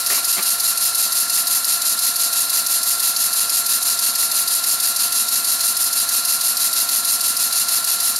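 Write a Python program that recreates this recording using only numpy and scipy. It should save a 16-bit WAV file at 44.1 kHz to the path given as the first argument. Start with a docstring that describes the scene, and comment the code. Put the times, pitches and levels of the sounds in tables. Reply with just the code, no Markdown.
"""A small horizontal model steam engine runs on compressed air on a workbench, close to a stereo pair.
From the first moment an air compressor whines further off, and something clunks twice on the bench.
Each turn lets out a sharp spit and two long hisses, with a weaker spit between them; the rod ticks at
both dead centres, the crosshead rumbles and a limiter rides on the hiss. Over eight seconds the
flywheel slowly gains speed, from about five and a half turns a second to just over six."""
import sys
import numpy as np
from scipy import signal
from scipy.fft import rfft, irfft, next_fast_len
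from scipy.io import wavfile
from scipy.ndimage import uniform_filter1d

SR = 44100
rng = np.random.default_rng(int(sys.argv[2]) if len(sys.argv) > 2 else 0)


def unload_wav(signal):
    """Save mono or channel-first audio to the path in sys.argv[1] as 16-bit WAV at rate SR, clipped to [-1, 1]."""
    wavfile.write(
        sys.argv[1],
        SR,
        np.round(np.clip(np.atleast_2d(signal).T, -1, 1) * 32767).astype(np.int16),
    )


N = 361179
TIME = np.arange(N) / SR
FFT_SIZE = next_fast_len(N + SR)
FREQS = np.maximum(np.fft.rfftfreq(FFT_SIZE, 1 / SR), 1)


def from_db(db):
    """Decibels to gain."""
    return 10 ** (np.asarray(db) / 20)


def unit_rms(x):
    """Scale to unit power."""
    return x / np.sqrt(np.mean(x ** 2) + 1e-20)


def colour(points):
    """Gain at every frequency from (freq_hz, level_db) points."""
    hz, db = np.transpose(points)
    return from_db(np.interp(np.log(FREQS), np.log(hz), db))


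def humps(rows):
    """Gain at every frequency from (centre_hz, width_hz, level_db) resonances."""
    return sum(from_db(db) * np.exp(-2 * ((FREQS - hz) / width) ** 2) for hz, width, db in rows)


def shaped(x, gain):
    """Filter by a gain per frequency."""
    return irfft(rfft(x, FFT_SIZE) * gain, FFT_SIZE)[..., :N]


def noise(gain):
    """Noise of the given colour, rms 1."""
    return unit_rms(shaped(rng.standard_normal(FFT_SIZE), gain))


def drift(rate_hz):
    """A random wander of rms 1, changing about rate_hz times a second."""
    knots = rng.standard_normal(8192)
    return unit_rms(np.interp(TIME * rate_hz, np.arange(len(knots)), knots))


def strikes(times, db, spread_db):
    """Clicks at the given times, their strength scattered by spread_db."""
    clicks = np.zeros(N)
    gains = from_db(db + spread_db * rng.standard_normal(len(times)))
    inside = (times >= 0) & (times < TIME[-1])
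    clicks[(times[inside] * SR).astype(int)] = gains[inside]
    return clicks


def ring(clicks, hz, t60_s):
    """A unit click sets a sine of height 1 ringing."""
    radius, step = from_db(-60 / (t60_s * SR)), 2 * np.pi * hz / SR
    return signal.lfilter([0, np.sin(step)], [1, -2 * radius * np.cos(step), radius ** 2], clicks + 1e-18)


def thud(clicks, hz, t60_s):
    """A low ring, thinned below its pitch: a bench radiates little deep bass."""
    return signal.sosfilt(signal.butter(2, hz / 2, "high", fs=SR, output="sos"), ring(clicks, hz, t60_s))


# width of the sound at the two microphones: freq_hz, side_to_mid_db
STEREO_WIDTH = [(100, -40), (300, -52), (650, -11), (1300, -5.5), (2200, -21), (4000, -26), (7000, -13),
                (10000, -22.5), (12500, -72), (15000, -55)]
# the distant compressor's weaker tones: shaft_multiple, level_db
COMPRESSOR_TONES = [(3, -71), (4, -71), (5, -69), (7, -68), (10, -59), (13, -62), (17, -60), (21, -64.5),
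                    (22, -52.5), (24, -48), (25, -58), (26, -57.5), (27, -59), (29, -60), (31, -61.5),
                    (32, -63.5), (33, -60), (34, -62), (36, -48.5), (37, -56.5), (39, -54.5), (41, -56.5),
                    (44, -53.5), (45, -46), (49, -51.5), (50, -57.5), (52, -61), (54, -74), (57, -64),
                    (58, -59.5), (59, -53), (66, -56.5), (71, -56)]
# rush of the compressor and the room: freq_hz, level_db
COMPRESSOR_RUSH = [(20, -32), (60, -17), (150, -14), (420, -12), (600, -8.5), (700, -0.5), (830, -9.5),
                   (1060, -2), (1230, -5), (1370, 1.5), (1520, -3.5), (1720, -1.5), (2300, -13),
                   (5000, -29)]


def compressor(shaft_hz=29.319, whine_multiple=47, whine_db=-35.0, tones_db=0.5, rush_db=-39):
    """Further off: shaft harmonics over throbbing air; the whine sags and swells with each compression."""
    angle = 2 * np.pi * np.cumsum(shaft_hz * (1 + 0.000485 * drift(4))) / SR
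    throb = 1 + 0.24 * np.sin(angle)
    mic_phase = np.array([[0.19], [-0.19]])   # tones reach the two microphones slightly out of step
    whine = from_db(whine_db) * throb * np.sin(whine_multiple * angle + 0.96 * np.cos(angle) + mic_phase)
    circle, one_turn = np.linspace(0, 2 * np.pi, 4096), 0
    for multiple, db in COMPRESSOR_TONES:
        phase = 2 * np.pi * rng.random() + mic_phase * min(multiple / 22, 1) * rng.standard_normal()
        one_turn = one_turn + from_db(db) * np.sin(multiple * circle + phase)
    tones = np.array([np.interp(angle % (2 * np.pi), circle, channel) for channel in one_turn])
    mid = noise(colour(COMPRESSOR_RUSH))
    side = shaped(noise(colour(COMPRESSOR_RUSH)), colour(STEREO_WIDTH))
    rush = np.array([mid + side, mid - side]) * throb
    return np.sqrt(2) * (whine + from_db(tones_db) * tones) + from_db(rush_db) * rush


# reflections off the bench and things near the microphones: delay_s, level_db
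BENCH_ECHOES = [(.00256, -19.5), (.00836, -17), (0.016, -14)]


def workshop(sound, tail_t60_s=0.13, tail_db=-15, side_decay_s=0.06):
    """Near reflections and a short diffuse tail; the two microphones hear slightly different mixes."""
    t = TIME[:SR // 2]
    tail = rng.standard_normal(len(t)) * from_db(-60 * t / tail_t60_s) * (t > 0.003)
    echoes = sum(from_db(db) * np.exp(-2j * np.pi * FREQS * delay_s) for delay_s, db in BENCH_ECHOES)
    mid = 1 + echoes + from_db(tail_db) * rfft(tail / np.linalg.norm(tail), FFT_SIZE)
    side_tail = rng.standard_normal(len(t)) * np.exp(-t / side_decay_s)
    side = rfft(side_tail / np.linalg.norm(side_tail), FFT_SIZE) * colour(STEREO_WIDTH)
    return shaped(sound, np.array([mid + side, mid - side]))


# contacts on the bench, bunched into two clunks: start_s, contact_db, thud_db
CLUNK_CONTACTS = [(0.102, -15, -55), (.107, -17, -46), (0.124, -14, -53), (.146, -22, -60),
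                  (0.177, -17.5, -58), (.368, -17, -39), (.381, -14, -31), (.391, -19, -45)]
# what the struck bench rings with: pitch_hz, level_db, t60_s
BENCH_MODES = [(342, -14, 0.072), (470, -14, 0.054), (665, -5, 0.1), (900, -7, 0.042), (1108, -2, 0.075),
               (1210, -2, 0.048), (1590, -13, 0.044), (1840, 0.5, .06), (2080, 0.5, 0.044),
               (2310, -1, 0.042), (2600, -5, 0.045)]


def clunks(ring_db=-15.0, scuff_db=-10.5, scuff_decay_s=0.019, scuff_rise_s=0.0023):
    """Nearby, each contact rings the bench and scuffs briefly; the heavy ones thud."""
    times, contact_db, thud_db = np.transpose(CLUNK_CONTACTS)
    rings = sum((-1) ** k * ring(strikes(times, contact_db + db, spread_db=4), hz, t60_s)
                for k, (hz, db, t60_s) in enumerate(BENCH_MODES))
    contacts = strikes(times, contact_db, spread_db=0)
    fading = signal.lfilter([1], [1, -np.exp(-1 / (scuff_decay_s * SR))], contacts + 1e-18)
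    scuff_colour = colour([(80, -31), (250, 0), (800, -2.5), (1200, -2), (2600, 2.5), (3600, -5.5)])
    scuff = uniform_filter1d(fading, int(scuff_rise_s * SR) + 1) * noise(scuff_colour)
    thuds = thud(strikes(times, thud_db, spread_db=0), hz=205, t60_s=0.078)
    return from_db(ring_db) * rings + from_db(scuff_db) * scuff + thuds


# the flywheel gathers speed: time_s, turns_per_s
FLYWHEEL_SPEED = [(0.0, 5.446), (0.25, 5.493), (0.5, 5.742), (1.45, 5.733), (2.65, 5.996), (3.4, 6.019),
                  (4.45, 6.192), (6.0, 6.211), (6.6, 6.264), (8.19, 6.312)]


def flywheel(start_turns=0.6532):
    """Speed at every moment, and the crank's position in turns past the first dead centre."""
    speed = np.interp(TIME, *np.transpose(FLYWHEEL_SPEED))
    return speed, start_turns + np.cumsum(speed) / SR


# the crosshead rubs once going out and twice coming back: middle_turns, half_length_turns, level_db
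GUIDE_RUBS = [(.16, .06, -57), (.62, 0.11, -46.5), (.87, 0.086, -47.5)]
# rumble of the bench under the engine: freq_hz, level_db
BENCH_RUMBLE = [(60, -18), (150, -14), (200, -8), (245, 2), (275, -0.5), (310, -12.5), (450, -17.5),
                (900, -29)]


def crosshead(turns, speed, sliding_db=-55.0, db_per_turn_per_s=3.5, repeating=0.7, guide_points=7200):
    """Friction rumbles the bench, more with speed; the guide's roughness comes round every turn."""
    friction_power = from_db(sliding_db) ** 2
    for middle, half_length, db in GUIDE_RUBS:
        from_middle = (turns - middle + 0.5) % 1 - 0.5
        friction_power += (from_db(db) * np.exp(-(from_middle / half_length) ** 2)) ** 2
    guide = rng.standard_normal(guide_points)[(turns % 1 * guide_points).astype(int)]
    roughness = repeating * guide + (1 - repeating) * rng.standard_normal(N)
    rumble = unit_rms(shaped(roughness, colour(BENCH_RUMBLE)))
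    return from_db(db_per_turn_per_s * (speed - speed.mean())) * np.sqrt(friction_power) * rumble


def passing(turns, position):
    """The times at which the crank passes one position in its turn."""
    marks = np.arange(np.ceil(turns[0] - position), turns[-1] - position) + position
    return np.interp(marks, turns, TIME)


# play in the rod, taken up at the dead centres: position_turns, tick_db, thump_db
DEAD_CENTRE_KNOCKS = [(.043, -34, -53), (.474, -29.5, -44.5)]
# ring of the rod and bed casting: pitch_hz, level_db, t60_s
ROD_MODES = [(1814, -7, 0.022), (1950, 0.5, 0.023), (2060, -7.5, 0.03), (2755, -4, 0.042)]


def rod(turns, thump_lead_turns=0.061):
    """The load reverses twice a turn: the bed thumps softly, then the bearing closes with a tick."""
    knocks = np.zeros(N)
    for position, tick_db, thump_db in DEAD_CENTRE_KNOCKS:
        tick_times, thump_times = passing(turns, position), passing(turns, position - thump_lead_turns)
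        knocks += thud(strikes(thump_times, thump_db, spread_db=1.5), hz=115, t60_s=0.034)
        for hz, db, t60_s in ROD_MODES:
            knocks += ring(strikes(tick_times, tick_db + db, spread_db=1.3), hz, t60_s)
    return knocks


# hiss at the gland: centre_hz, width_hz, level_db
LEAK_BANDS = [(2640, 1070, -13.5), (4164, 660, 0), (9750, 2950, -3.5)]


def gland_leak(level_db=-30.5):
    """Air leaks steadily past the gland, a thin hiss under the puffs."""
    return from_db(level_db) * noise(humps(LEAK_BANDS))


# the port cracks open near each dead centre: start_turns, level_db
PORT_OPENINGS = [(-.014, -15.5), (.41, -25.5)]
# resonances of the exhaust's mouth: centre_hz, width_hz, level_db
MOUTH_BANDS = [(4400, 930, 1), (5430, 1800, 0)]


def port_spit(turns, rise_turns=0.0097, decay_turns=0.029):
    """The port cracks open with a sharp spit that fades within milliseconds."""
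    bursts = np.zeros(N)
    for start, db in PORT_OPENINGS:
        since = (turns - start) % 1
        bursts += from_db(db) * np.minimum(since / rise_turns, np.exp((rise_turns - since) / decay_turns))
    return bursts * noise(humps(MOUTH_BANDS))


def puff(turns, start, rise, hold, fall, db, swell_db_per_turn):
    """A port opens, stays open and shuts, while the pressure behind it builds or drains."""
    since = (turns - start) % 1
    opening = np.clip(np.minimum(since / rise, (rise + hold + fall - since) / fall), 0, 1)
    return opening * from_db(db + swell_db_per_turn * since)


# the exhaust jet, heard close up: freq_hz, level_db
JET_SPECTRUM = [(300, -40), (1000, -26.5), (2000, -20.5), (3400, -12.5), (4050, -5.5), (5200, -4),
                (6100, -6.5), (7200, -2.5), (9000, -1.5), (10300, -1), (11700, -0.5), (12700, -6.5),
                (14400, -12.5), (15700, -23.5)]
# resonances and dips of the exhaust passage: centre_hz, width_hz, gain_db
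EXHAUST_PASSAGE = [(2690, 284, 5.5), (3050, 110, -4), (4050, 170, 3.5), (4440, 500, 3), (7550, 190, 7.5),
                   (7950, 840, -11.5), (8950, 300, 1), (11350, 260, 2), (13250, 300, -7)]
# the puffs of one turn (short blast, swelling hiss, fading hiss, faint blow-by):
# start_turns, rise_turns, hold_turns, fall_turns, level_db, swell_db_per_turn, tilt_db_per_octave
VALVE_PUFFS = [(-.025, .042, .015, 0.078, -12, -17, 2.6), (0.084, 0.12, .19, 0.027, -20.5, 15.5, 1),
               (.425, 0.019, 0.32, 0.075, -12, -37.5, 1.7), (.87, 0.039, 0.043, .1, -27.5, 2, 1.5)]


def exhaust(turns, flutter_db=0.5, turbulence_db=0.72, pivot_hz=8500, seep_db=-27, seep_tilt_db=-1.5):
    """In front: the slide valve meters a jet in puffs, each with its own brightness; the passage rings."""
    passage_db = sum(db * np.exp(-2 * ((FREQS - hz) / width) ** 2) for hz, width, db in EXHAUST_PASSAGE)
    jet = noise(colour(JET_SPECTRUM) * from_db(passage_db)) * from_db(flutter_db * drift(300))
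    flows = [(puff(turns, *shape), tilt_db) for *shape, tilt_db in VALVE_PUFFS]
    flows.append((from_db(seep_db), seep_tilt_db))   # air slips past the valve all the time
    octaves = np.log2(np.geomspace(3500, 14000, 4) / pivot_hz)
    hiss = np.zeros(N)
    for octave, band_weights in zip(octaves, np.eye(len(octaves))):
        band = shaped(jet, np.interp(np.log2(FREQS / pivot_hz), octaves, band_weights))
        flow = np.sqrt(sum((gain * from_db(tilt_db * octave)) ** 2 for gain, tilt_db in flows))
        hiss += band * flow * from_db(turbulence_db * drift(60))   # turbulence shifts the colour
    return hiss


def scene(balance_db=0.06):
    """Engine and clunks on the bench in front of the microphones, the compressor behind."""
    speed, turns = flywheel()
    air = exhaust(turns) + port_spit(turns) + gland_leak()
    bench = workshop(air + rod(turns) + clunks()) * from_db([[-balance_db], [balance_db]])
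    return bench + crosshead(turns, speed) + compressor()


def record(dry, threshold_db=-16.0, squeeze=0.95, release_db_per_s=160, ahead_s=0.0029, cutoff_hz=15720):
    """After the microphones, a quick limiter ducks everything under the loud hisses; the top is cut."""
    level_db = 10 * np.log10(uniform_filter1d(np.mean(dry ** 2, axis=0), size=220) + 1e-12)
    over_db = np.maximum(level_db - threshold_db, 0)
    release_db = release_db_per_s * TIME
    held_db = np.maximum.accumulate(over_db + release_db) - release_db
    duck_db = squeeze * np.interp(TIME + ahead_s, TIME, uniform_filter1d(held_db, size=88))
    lowpass = signal.ellip(12, 0.1, 90, cutoff_hz, fs=SR, output="sos")
    return signal.sosfilt(lowpass, dry * from_db(-duck_db))


dry = scene()
out = record(dry)
unload_wav(out)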